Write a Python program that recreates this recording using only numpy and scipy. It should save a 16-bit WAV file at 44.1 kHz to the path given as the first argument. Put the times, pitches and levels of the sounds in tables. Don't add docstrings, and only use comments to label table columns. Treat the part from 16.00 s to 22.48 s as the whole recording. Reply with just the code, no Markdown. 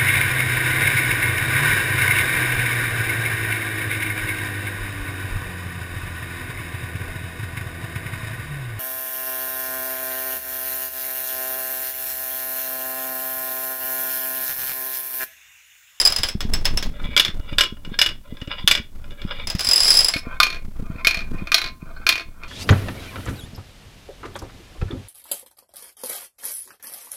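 import sys
import numpy as np
from scipy import signal
from scipy.fft import rfft, irfft, next_fast_len
from scipy.io import wavfile

SR = 44100
rng = np.random.default_rng(int(sys.argv[2]) if len(sys.argv) > 2 else 0)


def store_wav(level_fs):
    pcm = np.round(np.clip(np.atleast_2d(level_fs), -1, 1) * 32767)
    wavfile.write(sys.argv[1], SR, pcm.T.astype(np.int16))


def nominal_scale(level):
    x = np.asarray(level, float) / 20
    return 10 ** x


N = 285768
TOWER_FROM_S = 4.1

# (time [s], level [dB], nominal first mode [Hz], nominal clack level [dB])
STEP_TILES = [(0.2331, -7, 5050, -12), (0.2866, -14, 5140, -21.5), (0.406, -20, 5140, -21),
              (0.5363, -7.5, 5110, -15.5), (0.6537, -8.5, 5150, -14.5), (0.7735, -10.5, 5280, -19),
              (0.826, -22, 5130, -20)]
# (start [s], edge [s], start level [dB], edge level [dB], frequency favoured at speed [Hz])
ROLLS = [(0.942, 1.143, -41, -38, 2276), (1.362, 1.533, -51.5, -42, 2920), (1.737, 1.964, -61, -45, 2900),
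         (2.24, 2.642, -50.5, -40, 3490), (2.95, 3.447, -59.5, -35, 2330), (4.235, 4.369, -35, -43, 2230),
         (4.749, 5.013, -59, -46.5, 2450), (5.24, 5.49, -51, -47.5, 2450), (5.73, 6.038, -59, -46.5, 1551),
         (6.284, 6.484, -61, -43, 2400)]
# (frequency [Hz], level [dB])
ROLL_COLOUR = [
    [(400, -4), (1500, -2), (3500, -1.5), (5000, -12.5), (7000, -36.5)],
    [(400, -1.5), (1500, 6), (2600, 0), (5000, -14), (7000, -36.5)],
]
# (staircase [Hz], tower [Hz])
SLOW_ROLL_HZ = (1380, 1180)


def rms_one(x):
    return x / np.sqrt(np.mean(x ** 2) + 1e-20)


def level(rows):
    s, db = np.transpose(rows)[:2]
    return nominal_scale(np.interp(np.arange(N) / SR, s, db, left=-120, right=-120))


def colour(x, points):
    hz = np.maximum(np.arange(len(x) // 2 + 1) * SR / len(x), 1)
    curve_hz, curve_db = np.transpose(points)
    gain_db = np.interp(np.log(hz), np.log(curve_hz), curve_db, left=-90)
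    return irfft(rfft(x) * nominal_scale(gain_db), len(x))


def ring(clicks, hz, t60):
    r = nominal_scale(-60 / (t60 * SR))
    w = 2 * np.pi * hz / SR
    return signal.lfilter([0, np.sin(w)], [1, -2 * r * np.cos(w), r * r], clicks + 1e-18)


def grains(per_s, spread_db):
    sizes = nominal_scale(spread_db * np.minimum(rng.exponential(1, N), 4)) * rng.choice([-1, 1], N)
    return sizes * (rng.random(N) < per_s / SR)


def drift(hz):
    r = np.exp(-2 * np.pi * hz / SR)
    return rms_one(signal.lfilter([1], [1, -2 * r, r * r], rng.standard_normal(N)))


def add(out, s, sound):
    i = round(s * SR)
    out[i:i + len(sound)] += sound[:N - i]


def burst(spectrum, t60, tilt_db, seeds):
    t = np.arange(len(seeds)) / SR
    tilted = [(hz, db + tilt_db * np.log2(hz / 3000)) for hz, db in spectrum]
    chatter = nominal_scale(1.35 * rms_one(signal.lfilter([1], [1, -.99], seeds[::-1])))
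    shaped = rms_one(colour(seeds, tilted)) * chatter
    low = signal.lfilter([.35], [1, -.65], shaped)
    treble = shaped - low
    return (low * nominal_scale(-60 * t / t60) + treble * nominal_scale(-60 * t / (0.49 * t60))) / 2


def tiles():
    # (time [s], level [dB])
    tile_hits = [(0.0004, -5), (0.0134, -6), (0.0514, 0.5), (0.0598, -1.5), (0.0734, -1), (0.1011, -16),
                 (0.1224, -10), (0.162, -8.5), (0.1849, -15), (0.647, -30), (3.4715, -14.5),
                 (3.5004, -14.5), (3.5508, -26.5), (3.5934, -15), (3.6072, -11.5), (3.6469, -9.5),
                 (3.6697, -8.5), (3.6885, -3), (3.712, -4.5), (3.7334, -1), (3.7594, -3.5), (3.778, -8.5),
                 (3.8037, -2), (3.8322, -8), (3.8544, -10), (3.8791, -7.5), (3.904, -0.5), (3.9504, -6),
                 (3.9717, -2), (3.9894, -1.5), (4.006, -3.5), (4.0455, -2.5), (4.0844, -2.5)]
    # (time [s], level [dB])
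    rattle_runs = [
        [(0.0, -21), (0.11, -49), (0.3, -33)],
        [(3.585, -33.5), (3.915, -14.5), (4.2, -37)],
    ]
    # (multiple of first mode, level [dB], t60 [s])
    tile_modes = [(1.001, 3.5, 0.038), (1.041, -13, 0.13), (1.499, -13.5, 0.057), (1.585, -18, 0.045),
                  (2.089, -5.5, 0.022), (2.152, -27.5, 0.021), (3.081, -20.5, .03)]
    # (frequency [Hz], level [dB])
    clack_spectrum = [(300, -5), (700, -2), (1300, -2), (3300, 2), (6000, -1), (9000, -19.5),
                      (13000, -15.5), (16000, -12.5)]
    out, t = np.zeros(N), np.arange(6000) / SR
    chain = [(s, db, 4996, -15.5 + 0.38 * db) for s, db in tile_hits]
    hits = chain + STEP_TILES
    chance = rng.standard_normal((len(hits), 6000))
    for (s, db, hz, clack_db), seeds in zip(hits, chance):
        clack_db = clack_db + 1 * seeds[-2]
        hz = hz * (1 + .009 * seeds[-1])
        rings = sum(nominal_scale(mode_db + 1.5 * seeds[k] - 60 * t / t60) * np.sin(2 * np.pi * hz * ratio * t)
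                    for k, (ratio, mode_db, t60) in enumerate(tile_modes))
        swell = 1 - np.exp(-t / 0.00057)
        crack = np.diff(seeds, prepend=0) * nominal_scale(-60 * t / 0.0035)
        clack = nominal_scale(clack_db) * burst(clack_spectrum, 0.15, 0, seeds)
        add(out, s, nominal_scale(db - 4.0) * rings * swell + clack + nominal_scale(db - 15.0) * crack)
    taps = grains(1500, spread_db=4.0)
    tapped_tile = rng.integers(0, 6, N)
    rattle = sum(nominal_scale(mode_db) * ring(taps * (tapped_tile == k), hz * ratio, t60)
                 for k, hz in enumerate(np.linspace(4850, 5250, num=6))
                 for ratio, mode_db, t60 in tile_modes)
    scuff = colour(grains(1500, spread_db=6.0), clack_spectrum)
    running = sum(level(run) for run in rattle_runs)
    return out + running * (rms_one(rattle) + nominal_scale(-12.5) * rms_one(scuff))


def handling():
    # (start [s], level [dB])
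    thuds = [(0.346, -16.5), (0.445, -18), (0.72, -30), (0.945, -38), (1.083, -26), (1.283, -26.5),
             (1.518, -24), (1.718, -25.5), (1.869, -27.5), (1.912, -25), (2.318, -24.5), (2.414, -25),
             (2.471, -25), (2.637, -22.5), (2.793, -25.5), (3.244, -19.5), (3.544, -16), (4.154, -21),
             (4.263, -24), (4.676, -29.5), (4.79, -24.5), (4.82, -24.5), (4.895, -21), (4.949, -28.5),
             (5.166, -27), (5.311, -23.5), (5.338, -22.5), (5.415, -21), (5.821, -27)]
    # (time [s], level [dB])
    sway_curve = [(0.0, -36), (0.49, -19.5), (2.27, -34.5), (2.33, -29), (2.89, -33), (3.59, -28),
                  (3.86, -34), (4.96, -31.5), (5.07, -34), (5.31, -24.5), (6.35, -39), (6.48, -38.5)]
    # (frequency [Hz], level [dB])
    sway_spectrum = [(15, 20), (30, -12), (60, -5), (120, -18), (250, -19), (500, -42), (1000, -67.5)]
    out, t = np.zeros(N), np.arange(3000) / SR
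    since = t - .008
    chance = rng.uniform(-1.24, 1, (len(thuds), 2))
    for (s, db), (size, shell) in zip(thuds, chance):
        dip = np.exp(-(since / (0.0013 * 2 ** (0.42 * size))) ** 2)
        hz = 220 * 2 ** (0.45 * shell)
        wobble = np.sin(2 * np.pi * hz * (since - .001)) * nominal_scale(-60 * since / 0.059) * (since > .001)
        creak = np.sin(2 * np.pi * 1.845 * hz * since) * np.exp(-(since / 0.0057) ** 2)
        add(out, s, nominal_scale(db + 5.5) * (0.33 * wobble + 0.11 * creak - dip))
    slow_noise = signal.lfilter([1], [1, -np.exp(-2 * np.pi * 6.3 / SR)], rng.standard_normal(N))
    lumps = nominal_scale(4.43 * rms_one(slow_noise))
    deep_noise = colour(rng.standard_normal(N), sway_spectrum)
    return out + level(sway_curve) * rms_one(lumps * deep_noise)


def hiss():
    return nominal_scale(-60.5) * rng.standard_normal(N)


def blows(start_s, end_s, bounce, count):
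    # (time [s], level [dB], frequency the struck spot favours [Hz], relative level of hollow low modes [dB])
    knocks = [(1.1653, 1, 3390, -1), (1.1754, 2, 2050, -23.5), (1.5834, 3.5, 3605, 1),
              (1.77, -36.5, 2880, 1), (1.8493, -23.5, 2900, -5.5), (1.9897, 1, 5050, -11.5),
              (2.37, -29, 3420, -8), (2.415, -21, 2890, -24), (2.475, -24.5, 2880, -32.5),
              (2.6759, 7, 3450, 2), (3.2176, -23, 3350, -1), (3.042, -34, 2460, 0),
              (3.108, -29, 3490, -5.5), (4.138, -5.5, 2200, -19), (4.1649, -10, 2200, -11),
              (4.4015, 4.5, 3600, 0), (5.0478, -3.5, 2200, -12), (4.995, -32.5, 2450, -5.5),
              (5.385, -30, 2450, -16.5), (5.472, -17.5, 2460, -8), (5.5186, -0.5, 2400, -7),
              (6.0665, 0.5, 2467, -8.5), (6.435, -21, 2410, -6)]
    # (time [s], level [dB], favoured frequency [Hz], relative hollow level [dB], first hop [s])
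    landings = [(1.1972, 5.5, 3490, -33, 0.052), (1.6084, 3, 2920, 3, 0.028),
                (2.0153, 5, 2832, -3.5, 0.046), (2.7121, 5, 2380, -13.5, 0.039),
                (4.431, 3, 2400, -16.5, 0.037), (5.0705, 5.5, 2410, -13.5, 0.039),
                (5.5434, 6.5, 3960, -19.5, 0.038), (6.0907, 5.5, 2520, -20, 0.034)]
    second, share, rebound_db, hop_db, hollow_db = bounce
    rows = list(knocks) + [row[:4] for row in landings]
    for s, db, hz, _, hop_s in landings:
        for k in range(count):
            hop_share = second * share ** (k - 1) if k else 1
            s = s + hop_s * hop_share
            rows.append((s, db - rebound_db - hop_db * k, hz, hollow_db))
    return [row for row in rows if start_s <= row[0] < end_s]


def strike_body(hits, modes, tick_db, hard_db):
    # (frequency [Hz], level [dB])
    tick_spectrum = [(300, 4), (700, -13.5), (1500, 3.5), (3500, 1.5), (6000, -4.5), (8000, -16.5),
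                     (12000, -13), (16000, -28)]
    out, t = np.zeros(N), np.arange(9000) / SR
    hz, mode_db, t60 = np.transpose(modes)[:, :, None]
    twin_hz = hz * (1 + 0.013 * rng.uniform(0.19, 1.5, hz.shape))
    pairs = np.sin(2 * np.pi * hz * t) + 0.32 * np.sin(2 * np.pi * twin_hz * t)
    decays = nominal_scale(-60 * t / t60) * pairs
    chance = rng.standard_normal((len(hits), 9000))
    for (s, db, spot_hz, hollow_db), seeds in zip(hits, chance):
        tilt_db = hard_db + 0.21 * db
        near_db = 12 * np.exp(-(np.log2(hz / spot_hz) / .06) ** 2)
        scatter_db = 3 * seeds[:len(hz), None]
        gains = nominal_scale(mode_db + near_db + tilt_db * np.log2(hz / 3000) + scatter_db)
        gains = gains * np.sign(seeds[-len(hz):, None]) / np.sqrt(np.sum(gains ** 2))
        gains = gains * nominal_scale((hollow_db + 12) * (hz < 1800) * (hz > 900))
        tick = nominal_scale(db + tick_db) * burst(tick_spectrum, 0.093, tilt_db, seeds)
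        add(out, s, nominal_scale(db - 9.5) * np.sum(gains * decays, axis=0) + tick)
    return out


def rolling(rows, modes, roll_colour, slow_hz):
    # (time [s], level change [dB])
    ridge_rows = [(1.08, 6), (1.529, 7.5), (1.938, 14.5), (2.39, -2.5), (2.515, 12), (2.588, 10.5),
                  (3.06, 5), (3.12, 11), (3.23, 6), (3.314, 14.5), (3.42, 1.5), (4.36, 7), (4.88, 4),
                  (5.005, 7), (5.39, 3), (5.92, 8), (6.023, 6.5), (6.45, 5.5)]
    fade_s = 0.017
    lumps_hz = 20
    t = np.arange(N) / SR
    grit = grains(1500, spread_db=4.0)
    lumps = nominal_scale(3.5 * drift(lumps_hz))
    gain, speed, spot_hz = np.zeros(N), np.zeros(N), np.full(N, 1.0 * slow_hz)
    for start, edge, start_db, edge_db, hz in rows:
        here = (t >= start - fade_s) & (t < edge + fade_s)
        speed[here] = np.clip((t[here] - start) / (edge - start), 0, 1)
        spot_hz[here] = hz
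        inside_s = np.minimum(t[here] - start, edge - t[here])
        contact = np.clip(inside_s / fade_s + 1, 0, 1) ** 2
        gain[here] = contact * nominal_scale(start_db + (edge_db - start_db) * speed[here])
    ridges = nominal_scale(sum(db * np.exp(-((t - s) / 0.012) ** 2) for s, db in ridge_rows))
    bumps = gain * lumps * ridges * rms_one(colour(grit, roll_colour))
    body = 0
    for hz, db, t60 in modes:
        slow, fast = (nominal_scale(9.65 * np.exp(-(np.log2(hz / f) / 0.028) ** 2)) for f in (slow_hz, spot_hz))
        favour = slow + (fast - slow) * speed
        dull_db = -6.5 * (1 - speed) * np.log2(hz / slow_hz)
        shift_db = 4.5 * drift(lumps_hz / 2)
        drive = bumps * favour * nominal_scale(dull_db + shift_db)
        body = body + nominal_scale(0.4 * db) * ring(drive, hz, 0.42 * t60) / np.sqrt(t60)
    return nominal_scale(-46.5) * body


def staircase():
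    # (frequency [Hz], level [dB], t60 [s])
    stair_modes = [(588, -15, 0.11), (1034, -26, 0.22), (1404, -13.5, 0.047), (1653, -19.5, 0.072),
                   (2048, -13, 0.066), (2306, -7, 0.081), (2460, -12, 0.053), (2896, -2, 0.091),
                   (3345, -7.5, 0.12), (3490, 2, 0.053), (3600, -8.5, 0.13), (3820, -40, 0.11),
                   (4196, -23.5, .08), (4800, -6, 0.081), (5050, -7, 0.059), (5350, -9, 0.11),
                   (7660, -11.5, .06)]
    # (second hop's share of the first, each later hop's share of the last,
    # loss at first rebound [dB], loss per later hop [dB], relative hollow level [dB])
    stair_bounce = (0.61, 0.68, 8.5, 10, -29)
    # 3 dB over its nominal clack, favouring 3390 Hz
    answers = [(s, clack_db + 3, 3390, -9) for s, _, _, clack_db in STEP_TILES]
    hits = answers + blows(0, TOWER_FROM_S, stair_bounce, count=3)
    struck = strike_body(hits, stair_modes, tick_db=-10.5, hard_db=1.35)
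    rolls = [row for row in ROLLS if row[0] < TOWER_FROM_S]
    return struck + rolling(rolls, stair_modes, ROLL_COLOUR[0], SLOW_ROLL_HZ[0])


def tower():
    # (frequency [Hz], level [dB], t60 [s])
    tower_modes = [(679, -12.5, 0.051), (1045, -19, 0.3), (1210, -10.5, 0.12), (1393, -5, 0.048),
                   (1534, -11.5, 0.106), (1850, -26, 0.12), (2200, -9.5, 0.17), (2400, -14.5, 0.17),
                   (2450, -2.5, 0.07), (3205, -11.5, 0.083), (3610, -4, 0.056), (4010, -13.5, 0.069),
                   (4530, -6.5, 0.048), (4285, -1, 0.059), (4980, -7, 0.027), (5580, -12, 0.041),
                   (6670, -30, 0.05), (10800, -18, 0.025), (12560, -26.5, 0.03), (15400, -25, 0.022)]
    # (second hop's share of the first, each later hop's share of the last,
    # loss at first rebound [dB], loss per later hop [dB], relative hollow level [dB])
    tower_bounce = (0.9142, 0.74, 11, 3.5, -17.5)
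    hits = blows(TOWER_FROM_S, N / SR, tower_bounce, count=6)
    struck = strike_body(hits, tower_modes, tick_db=-12.0, hard_db=2.0)
    rolls = [row for row in ROLLS if row[0] >= TOWER_FROM_S]
    return struck + rolling(rolls, tower_modes, ROLL_COLOUR[1], SLOW_ROLL_HZ[1])


def room(x):
    t60_s, wall_cut_hz = 0.21, 12000
    size = next_fast_len(N + SR)
    w = 2 * np.pi * np.arange(size // 2 + 1) / size
    dull = 1 / (1 + 1j * w * SR / (2 * np.pi * wall_cut_hz))
    echoes = 0
    for k, lag in enumerate(rng.uniform(.006, 0.033, size=10) * SR):
        loop = nominal_scale(-60 * lag / SR / t60_s) * dull * np.exp(-1j * w * lag)
        echoes = echoes + (-1) ** k * loop / (1 - loop)
    return irfft(rfft(x, size) * echoes, size)[:N]


def scene():
    table = tiles() + staircase() + tower()
    return (table + nominal_scale(-17.5) * room(table) + handling() + hiss())[None]


def roll_off(x):
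    return signal.sosfilt(signal.butter(12, 16460, fs=SR, output="sos"), x)


def record(dry):
    rounded = dry / (1 + np.abs(dry) ** 6) ** (1 / 6)
    lowpass = signal.cheby2(12, 45, 16500, fs=SR, output="sos")
    finished = signal.sosfilt(lowpass, rounded)
    return roll_off(finished)


dry = scene()
out = record(dry)
store_wav(out)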